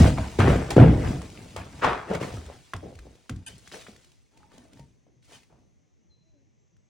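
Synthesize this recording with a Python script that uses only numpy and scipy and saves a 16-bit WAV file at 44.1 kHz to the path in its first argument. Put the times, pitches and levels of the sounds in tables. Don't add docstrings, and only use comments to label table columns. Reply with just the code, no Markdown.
import sys
import numpy as np
from scipy import signal
from scipy.fft import rfft, irfft, next_fast_len
from scipy.io import wavfile
from scipy.ndimage import uniform_filter1d, map_coordinates

SR = 44100
rng = np.random.default_rng(int(sys.argv[2]) if len(sys.argv) > 2 else 0)


def waveform_to_disk(signal):
    frames = np.transpose(np.atleast_2d(signal))
    scaled = np.clip(frames, -1, 1) * 32767
    samples = np.round(scaled).astype(np.int16)
    wavfile.write(sys.argv[1], SR, samples)


N = 303830

# frequency in Hz, relative level in dB.
AIR_COLOUR = [(20, -30.5), (45, 3), (120, 2), (260, -9), (420, -14), (800, -22.5), (1500, -31.5),
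              (2000, -26), (3000, -32), (5000, -36.5), (6200, -23), (8000, -44), (11000, -62.5),
              (16200, -57)]
AIR_DB = -63.5
# frequency in Hz, likeness from -1 to 1.
AIR_LIKENESS = [(60, -0.97), (300, 0.39), (700, -0.52), (3000, 0.56), (6800, 1), (15000, -1)]
# frequency in Hz, likeness from -1 to 1.
NEAR_LIKENESS = [(60, 0.97), (180, 1), (350, 0.97), (600, 0.43), (1200, 0.736), (3000, 0.63), (6000, 0.67),
                 (9000, 0.74), (11000, 1), (14000, 1), (16000, .9)]
# frequency in Hz, lead of the left in radians.
NEAR_LEAD = [(250, 0), (600, .6), (1200, .1), (4000, .3), (6000, -.6), (8000, -1.8), (10000, -2.5),
             (11000, -3.02), (13800, -3.3), (15300, -4.1)]
# frequency in Hz, left minus right in dB.
PORT_BALANCE = [(200, 0), (700, 3), (1300, .5), (2400, 2), (4400, 1), (8000, 0)]

# start in seconds, rise in seconds, fall in dB/s,
# then the peaks of lumps, chunks, chips and grit in dB; the shares below scale rise and fall.
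SHOWERS = [(0.0, 0.00067, 170.5, -7.5, -22, -28, -30.5), (0.03, 0.039, 246.5, -42, -28, -27.5, -34.5),
           (0.17, 0.0048, 92, -30, -38, -36.5, -54), (0.386, 0.012, 122.5, -16.5, -21.5, -23, -38),
           (0.46, 0.038, 112.5, -19.5, -20.5, -28.5, -38.5),
           (0.704, 0.0052, 400.5, -27, -31.5, -28.5, -35.5), (0.762, 0.039, 103, -6.5, -14, -25, -50.5),
           (0.97, 0.11, 104, -27, -33, -37.5, -45), (1.3, 0.11, 28, -43.5, -54, -56, -59.5),
           (1.561, 0.0026, 158, -38, -40.5, -36, -47.5), (1.71, 0.089, 97.5, -46, -52, -52, -54),
           (1.82, 0.033, 140, -32.5, -28.5, -24, -46), (2.075, 0.03, 185, -39, -36.5, -39.5, -52),
           (2.125, 0.029, 349.5, -32.5, -33, -33, -46.5), (2.2, 0.018, 94.5, -33.5, -37, -36.5, -42.5),
           (2.33, 0.019, 157, -49, -46.5, -72, -50), (2.44, 0.1, 203, -54.5, -51.5, -54.5, -61),
           (2.734, 0.0028, 896, -30, -42.5, -33, -66.5), (2.745, 0.0097, 162, -42, -55, -75, -62),
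           (2.826, 0.012, 185, -41, -36, -61, -75.5), (3.042, 0.013, 150.5, -50, -52, -88.5, -100),
           (3.293, 0.0024, 903, -35, -43.5, -41.5, -63), (3.3, 0.013, 209, -32.5, -58, -73, -102)]
SHUFFLES = [(3.48, 0.012, 148.6, -48.5, -56, -62, -50.5), (3.56, 0.113, 58.4, -62, -81, -69, -56),
            (3.715, 0.031, 130.4, -78, -49, -54.5, -45), (3.79, 0.018, 150, -66, -67, -71, -52.5),
            (3.86, 0.023, 93, -55, -60, -62, -55), (3.95, 0.086, 60.2, -86.5, -85, -76, -63.5),
            (4.31, 0.07, 40, -61, -65.5, -72, -68), (4.5, 0.04, 49.6, -58, -59.5, -64.5, -61.5),
            (4.72, 0.061, 130, -50, -60.5, -72, -62.5), (5.066, 0.0036, 123, -66.5, -65.5, -80, -94),
            (5.222, 0.022, 43, -67, -80, -81, -63.5), (5.28, 0.068, 200.3, -59, -59, -61, -53),
            (5.497, 0.0083, 102.6, -58.5, -63, -79, -99)]
RISE_DB = 9.5
RISE_SHARE = [1, 0.69, 0.83, 1.05]
FALL_SHARE = [0.88, 0.92, 1, 1]
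TRICKLE_DB = [-28, -24, -27, -15.5]
TRICKLE_FALL = [43, 31, 37, 11]
# frequency in Hz, width in Hz, relative level in dB.
BOARDS = [(47.8, 60, -14), (64.5, 9.9, 0.5), (109, 35, -4.5), (150.5, 41, -2.5), (205, 64, -5),
          (296, 74, -7)]
# frequency in Hz, relative level in dB.
CHUNK_COLOUR = [(130, -39), (260, -2), (350, -1), (520, -2.5), (750, -9.5), (1100, -28), (2200, -41.5),
                (5000, -100)]
# frequency in Hz, relative level in dB.
CHIP_COLOUR = [(350, -35), (650, 1), (950, -2.5), (1500, -6), (2300, -10), (3500, -18.5), (6000, -47),
               (12000, -90.5)]
# frequency in Hz, relative level in dB.
GRIT_COLOUR = [(1290, -14.5), (2200, -8), (3020, -9), (3980, -9.5), (5030, -10.5), (9030, -12),
               (10700, -14.5), (14700, -21), (16200, -17.5)]
# frequency in Hz, depth in dB.
PIECE_SCATTER = [(400, 3), (2000, 3.5), (8000, 3)]

# time in seconds, crack in dB, thump in dB,
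# thump in Hz, knock in dB, knock in Hz; levels are relative within each kind.
HITS = [(0.0014, -31, -1, 80.3, -36.5, 604), (0.1835, -33, -21, 100.7, -24.5, 815),
        (0.389, -25.5, -8.5, 98.6, -15, 351.9), (0.446, -45, -6.5, 112, -28.5, 299.7),
        (0.4807, -27, -12, 144.8, -13, 329.6), (0.7051, -13.5, -29.5, 165.2, -43, 437.8),
        (0.715, -23, -27.5, 167, -34.5, 480), (0.7658, -31, -3.5, 135.2, -7.5, 367.2),
        (0.7973, -30.5, -4, 73.55, -16.5, 331.6), (0.878, -51, -8.5, 172.7, -22.5, 344.2),
        (0.928, -49, -17.5, 85, -30.5, 297), (1.563, -23, -41, 147, -28.5, 577),
        (1.579, -47, -29.5, 90.6, -56, 450), (1.8357, -28, -28.5, 93.45, -35.5, 1790),
        (1.8466, -36.5, -32.5, 132, -12, 1000), (2.1005, -37.5, -16.5, 198.5, -30.5, 478),
        (2.15, -22.5, -22, 165, -28.5, 820), (2.208, -34.5, -26, 130.6, -39.5, 690),
        (2.3399, -33, -25.5, 108.3, -37.5, 481), (2.376, -50.5, -29.5, 79, -45, 450),
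        (2.462, -34.5, -32.5, 76, -56.5, 562), (2.7353, -25.5, -34, 199, -23.5, 1260),
        (2.744, -48.5, -27, 91.8, -47, 455), (2.9527, -38, -36.5, 78.9, -68, 440),
        (2.9895, -35.5, -37, 59.2, -44, 1560), (3.295, -23.5, -24.5, 225, -32.5, 1370),
        (3.306, -46.5, -26, 84.9, -42.5, 450), (3.3604, -38.5, -30, 88.6, -73, 431),
        (3.742, -47.5, -45, 192, -43, 565), (3.8837, -42.5, -34, 210, -41.5, 444),
        (4.58, -38, -37, 245, -48.5, 590), (4.794, -40.5, -35.5, 134.7, -47, 578),
        (5.587, -75, -56, 90.2, -61, 303)]
# time in seconds, crack in dB, knock in dB, knock in Hz
TAPS = [(0.3915, -30, -24, 1480), (1.217, -30.5, -37, 990), (1.3752, -49.5, -39.5, 2350),
        (2.113, -44, -20.5, 473), (2.1354, -27.5, -27, 450), (2.4999, -58, -35, 556),
        (2.7635, -32, -50, 452), (2.841, -65, -39, 554), (3.068, -65, -43.5, 520),
        (3.1533, -45.5, -54, 490), (3.4873, -47, -45, 1764), (3.556, -62.5, -52, 4800),
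        (3.581, -63, -46, 8400), (3.594, -47, -55, 8000), (3.675, -34, -43.5, 1700),
        (3.7172, -47, -41, 1800), (3.7223, -36, -36.5, 3700), (3.728, -36, -40, 3340),
        (3.7353, -40, -48, 1500), (3.8115, -35, -43, 2800), (3.8669, -49.5, -40, 1500),
        (3.870, -50, -39, 1970), (3.9625, -40.5, -50.5, 1770), (4.044, -42, -64, 1930),
        (4.117, -44.5, -73, 2274), (4.373, -42.5, -65.5, 550), (4.4053, -70, -57, 857),
        (4.431, -64.5, -51, 1240), (4.518, -48.5, -53.5, 1120), (4.732, -40.5, -77, 456),
        (4.773, -54, -56, 1750), (5.067, -70.5, -57, 545), (5.227, -55, -60.5, 2490),
        (5.3213, -38.5, -50.5, 643), (5.432, -44, -61, 2500), (5.526, -70.5, -53, 600),
        (6.7664, -58, -67, 1693)]
TAP_THUMP_DB, TAP_THUMP_HZ = -14.5, 141.7

# frequency in Hz, time to fall 60 dB in seconds.
WALLS = [(100, 0.09), (1000, 0.19), (10000, 0.11)]

# start in seconds, rise in seconds, fall in dB/s,
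# peak in dB, centre in Hz.
SHATTERS = [(0.386, 0.02, 59, -31.5, 1510), (1.812, 0.03, 116.5, -21, 1178), (1.82, 0.045, 198, -26.5, 530),
            (2.07, 0.048, 217.5, -28.5, 526), (3.733, 0.008, 300, -42, 567),
            (3.734, 0.0095, 600, -46.5, 1511), (5.492, 0.0093, 126, -62.5, 781)]

# frequency in Hz, width in Hz, relative level in dB.
TOOL_MODES = [(268.4, 51, 11.5), (672, 17, 5), (836, 22, 6.5), (924, 21, 8), (1540, 50, 3), (1815, 40, -1),
              (2480, 45, 4), (3070, 80, 5), (3590, 90, -1), (4840, 80, -1), (6150, 200, -3),
              (8700, 450, 3.5), (10500, 300, 2)]
# start in seconds, stop in seconds, level in dB,
# centre of the rasp in Hz, its sharpness Q.
DRAGS = [(3.462, 3.486, -39, 4300, .35), (3.515, 3.54, -59, 3050, 4), (4.335, 4.4, -68, 930, 8),
         (4.4, 4.445, -63, 840, 8), (4.445, 4.535, -71, 930, 6), (4.54, 4.585, -63, 930, 6),
         (4.58, 4.71, -67, 675, 7), (4.5, 4.63, -74, 1815, 8), (4.578, 4.658, -58, 260, 1),
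         (4.715, 4.79, -56.5, 277, 2), (4.76, 4.81, -63, 930, 6), (5.323, 5.356, -53.5, 2465, .5)]

# start in seconds, length in seconds, pitch in Hz, glide in Hz/s,
# level in dB before fade, flicker and balance.
CHIRPS = [(6.09, 0.32, 4070, -100, -68), (6.57, .11, 7450, 300, -85), (6.775, 0.1, 7780, 1200, -87)]
CHIRP_ATTACK_S, CHIRP_FADE_DB_PER_S, CHIRP_SCOOP_HZ = 0.03, 65, 200
COO_S, COO_LENGTH_S, COO_HZ, COO_LAST_HZ = 6.22, .21, 650, 530
COO_DB = -74.5
COO_SWELL_DB, COO_HOLD_SHARE, COO_RELEASE_DB_PER_S = 5, .35, 320
TOP_HZ = 16100


def amp(db):
    return 10 ** (np.asarray(db) / 20)


def unit(x):
    return x / np.sqrt(np.mean(x ** 2) + 1e-20)


def along(points, hz):
    f, v = np.transpose(points)
    return np.interp(np.log(hz + 1), np.log(f + 1), v)


def filtered(x, response):
    m = next_fast_len(x.shape[-1] + SR // 2)
    spectrum = rfft(x, m) * response(np.fft.rfftfreq(m, 1 / SR))
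    return irfft(spectrum, m)[..., :x.shape[-1]]


def patchy(pair, depth, window, bins, frames):
    hz, _, z = signal.stft(pair, SR, nperseg=window)
    field = uniform_filter1d(rng.standard_normal(z.shape[1:]), bins, 0)
    field = uniform_filter1d(field, frames, 1)
    gain = amp(along(depth, hz)[:, None] * unit(field))
    gain = gain / np.sqrt(np.mean(gain ** 2, 1, keepdims=True))
    return signal.istft(z * gain, SR, nperseg=window)[1][:, :N]


def ports(pair, alike, lead):
    def shares(hz):
        turn = np.arccos(np.clip(along(alike, hz), -1, 1)) / 2
        return np.array([np.cos(turn), np.sin(turn)])

    def left_and_right(hz):
        half = amp(along(PORT_BALANCE, hz) / 2) * np.exp(.5j * along(lead, hz))
        return np.array([half, 1 / half])

    common, opposed = filtered(pair, shares)
    return filtered(np.array([common + opposed, common - opposed]), left_and_right)


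def air():
    noise = rng.standard_normal((2, N))
    pair = patchy(noise, [(100, 4), (600, 3), (3000, 2)], window=2048, bins=3, frames=3)
    pair = unit(filtered(pair, lambda hz: amp(along(AIR_COLOUR, hz))))
    return amp(AIR_DB) * ports(pair, AIR_LIKENESS, [(60, 0)])


def contacts(db, rate, scatter_db, smooth):
    n = len(db)
    struck = rng.random(n) < rate / SR
    grains = struck * amp(scatter_db * rng.standard_normal(n)) * rng.standard_normal((2, n))
    return amp(db) * unit(unit(grains) + smooth * rng.standard_normal((2, n)))


def resonant(pair, modes, contact):
    def response(f):
        h = sum((-1) ** k * amp(db) * 1j * f * width / (centre ** 2 - f * f + 1j * f * width)
                for k, (centre, width, db) in enumerate(modes))
        excited = h * contact(f)
        return unit(np.abs(excited)) * np.exp(1j * np.angle(excited))
    return filtered(pair, response)


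def coloured(pair, spectrum, size=8192):
    gain = amp(along(spectrum, np.fft.rfftfreq(size, 1 / SR)))
    cepstrum = irfft(np.log(gain + 1e-6))
    cepstrum[1:size // 2] *= 2
    cepstrum[size // 2 + 1:] = 0
    h = irfft(np.exp(rfft(cepstrum)))
    return signal.fftconvolve(pair, h[None] / np.linalg.norm(h), axes=1)[:, :N]


def loose_levels(size=16):
    rate = SR / size
    column = lambda v: np.array(v)[:, None]
    power = np.full((4, N // size + 1), 1e-12)
    for rows, trickles in ((SHOWERS, True), (SHUFFLES, False)):
        for s, rise, fall, *peak_db in rows:
            at = round(s * rate)
            rise_s = rise * column(RISE_SHARE)
            after = np.arange(power.shape[1] - at) / rate - rise_s
            late = np.clip(after, 0, None)
            rising_db = column(peak_db) + RISE_DB * np.clip(after, None, 0) / rise_s
            tail = amp(-2 * fall * column(FALL_SHARE) * late)
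            stragglers = amp(2 * (column(TRICKLE_DB) - column(TRICKLE_FALL) * late))
            power[:, at:] += amp(2 * rising_db) * (tail + trickles * stragglers)
    return np.repeat(10 * np.log10(power), size, axis=1)[:, :N]


def rubble():
    lumps_db, chunks_db, chips_db, grit_db = loose_levels()
    soft = lambda hz: 1 / (1 + 1j * hz / 350) ** 3

    def pieces(db, rate):
        steady = contacts(0 * db, rate, scatter_db=4, smooth=1.0)
        return patchy(steady, PIECE_SCATTER, window=512, bins=2, frames=3) * amp(db)

    lumps = resonant(contacts(lumps_db, rate=100, scatter_db=1.5, smooth=2.0), BOARDS, soft)
    chunks = coloured(pieces(chunks_db, rate=220), CHUNK_COLOUR)
    chips = coloured(pieces(chips_db, rate=700), CHIP_COLOUR)
    grit = coloured(pieces(grit_db, rate=5500), GRIT_COLOUR)
    return lumps + chunks + chips + grit


def impacts():
    cracks, out = np.zeros((2, N + SR)), np.zeros((2, N + SR))
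    t = np.arange(SR // 5) / SR
    taps = [(s, crack_db, knock_db + TAP_THUMP_DB, TAP_THUMP_HZ, knock_db, hz)
            for s, crack_db, knock_db, hz in TAPS]
    for s, crack_db, thump_db, thump_hz, knock_db, knock_hz in HITS + taps:
        at = slice(round(s * SR), round(s * SR) + len(t))
        noise = rng.standard_normal((3, 2, len(t)))
        cracks[:, at] += amp(crack_db - 60 * t / 0.018) * (1 - np.exp(-t / 0.0032)) * noise[0]
        push = amp(-60 * t / (0.03 + 18 / knock_hz)) * noise[1]
        push[0, :round(SR / knock_hz / 3)] += 2.6
        knock = signal.lfilter(*signal.iirpeak(knock_hz, 2.8, SR), push)
        out[:, at] += amp(knock_db + 5.0) * knock / np.abs(knock).max()
        waver = 0.016 * np.cumsum(noise[2, 0])
        swell = (1 - np.exp(-t / 0.0046)) ** 2 * amp(-60 * t * thump_hz / 16)
        out[0, at] += amp(thump_db + 1.0) * swell * np.sin(2 * np.pi * thump_hz * t + waver)
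    return out[:, :N] + coloured(cracks[:, :N], GRIT_COLOUR)


def ruin(pair):
    hz, t, z = signal.stft(rng.standard_normal((2, SR // 2)), SR, nperseg=256)
    fade = amp(-60 * t / along(WALLS, hz)[:, None])
    tail = signal.istft(z * fade, SR, nperseg=256)[1]
    delayed = np.pad(pair, ((0, 0), (500, 0)))
    return signal.fftconvolve(delayed, tail / np.linalg.norm(tail[0]), axes=1)[:, :N]


def shatter():
    t, out = np.arange(SR // 2) / SR, np.zeros((2, N))
    for start, rise, fall, db, centre_hz in SHATTERS:
        crunch_db = db - 22 * np.clip(1 - t / rise, 0, 1) - fall * np.clip(t - rise, 0, None)
        band = [(centre_hz, 0.49 * centre_hz, 0)]
        dull = lambda hz: 1 / (1 + 1j * hz / (0.87 * centre_hz))
        at = round(start * SR)
        crunch = contacts(crunch_db, rate=2100, scatter_db=3.5, smooth=0.38)
        out[:, at:at + len(t)] += resonant(crunch, band, dull)
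    return out


def tool():
    t, out = np.arange(SR // 2) / SR, np.zeros((2, N))
    for start, stop, db, rasp_hz, q in DRAGS:
        length = stop - start
        onset_db = -20 * np.clip(1 - t / (0.08 * length), 0, 1)
        release_db = -60 * np.clip(t - length, 0, None) / 0.008
        drag = contacts(db + onset_db + release_db, rate=2800, scatter_db=4.5, smooth=1.2)

        def rasp(hz):
            ratio = hz / rasp_hz
            return (1j * ratio / (q + 1j * ratio - q * ratio ** 2)) ** 2

        at = round(start * SR)
        out[:, at:at + len(t)] += resonant(drag, TOOL_MODES, rasp)
    return out


def flicker(rate, depth_db):
    knots = rng.standard_normal(int(N * rate / SR) + 4)
    return amp(depth_db * map_coordinates(knots, [np.arange(N) * rate / SR]))


def chirps():
    t, whistles = np.arange(N) / SR, 0
    for s, length, hz, glide, db in CHIRPS:
        since = np.clip(t - s, 0, None)
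        attack = np.clip((t - s) / CHIRP_ATTACK_S, 0, 1)
        pitch = hz + glide * np.clip(t - s, 0, length) + CHIRP_SCOOP_HZ * (1 - attack)
        release_db = 600 * np.clip(t - s - length, 0, None)
        shape = attack * amp(db - CHIRP_FADE_DB_PER_S * since - release_db)
        waver = flicker(150, depth_db=.06)
        whistles = whistles + shape * np.sin(2 * np.pi * np.cumsum(pitch * waver) / SR)
    return whistles * flicker(63, depth_db=2.5) * amp([[1.5], [-1.5]])


def coo():
    t = np.arange(N) / SR
    u = (t - COO_S) / COO_LENGTH_S
    sink = np.clip((u - COO_HOLD_SHARE) / (1 - COO_HOLD_SHARE), 0, 1.2)
    pitch = COO_HZ + (COO_LAST_HZ - COO_HZ) * sink
    swell_db = COO_SWELL_DB * np.clip(1 - u, 0, 1)
    release_db = COO_RELEASE_DB_PER_S * np.clip(t - COO_S - COO_LENGTH_S, 0, None)
    shape = np.clip((t - COO_S) / 0.013, 0, 1) * amp(COO_DB - swell_db - release_db)
    half_phase = np.pi * np.cumsum(pitch * flicker(60, depth_db=.15)) / SR
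    tone = flicker(45, depth_db=3.5) * np.sin(2 * half_phase)
    under = amp(4) * np.clip(u + .3, 0, 1) * flicker(30, depth_db=4) * np.sin(half_phase)
    return shape * (tone + under) * amp([[2.5], [-2.5]])


def scene():
    far_air = air()
    near = rubble() + impacts() + shatter() + tool()
    with_echo = near + amp(-13.5) * ruin(near)
    return ports(with_echo, NEAR_LIKENESS, NEAR_LEAD) + chirps() + coo() + far_air


def record(dry):
    soft = dry / (1 + np.abs(dry / .95) ** 6) ** (1 / 6)
    return filtered(soft, lambda hz: hz < TOP_HZ)


dry = scene()
out = record(dry)
waveform_to_disk(out)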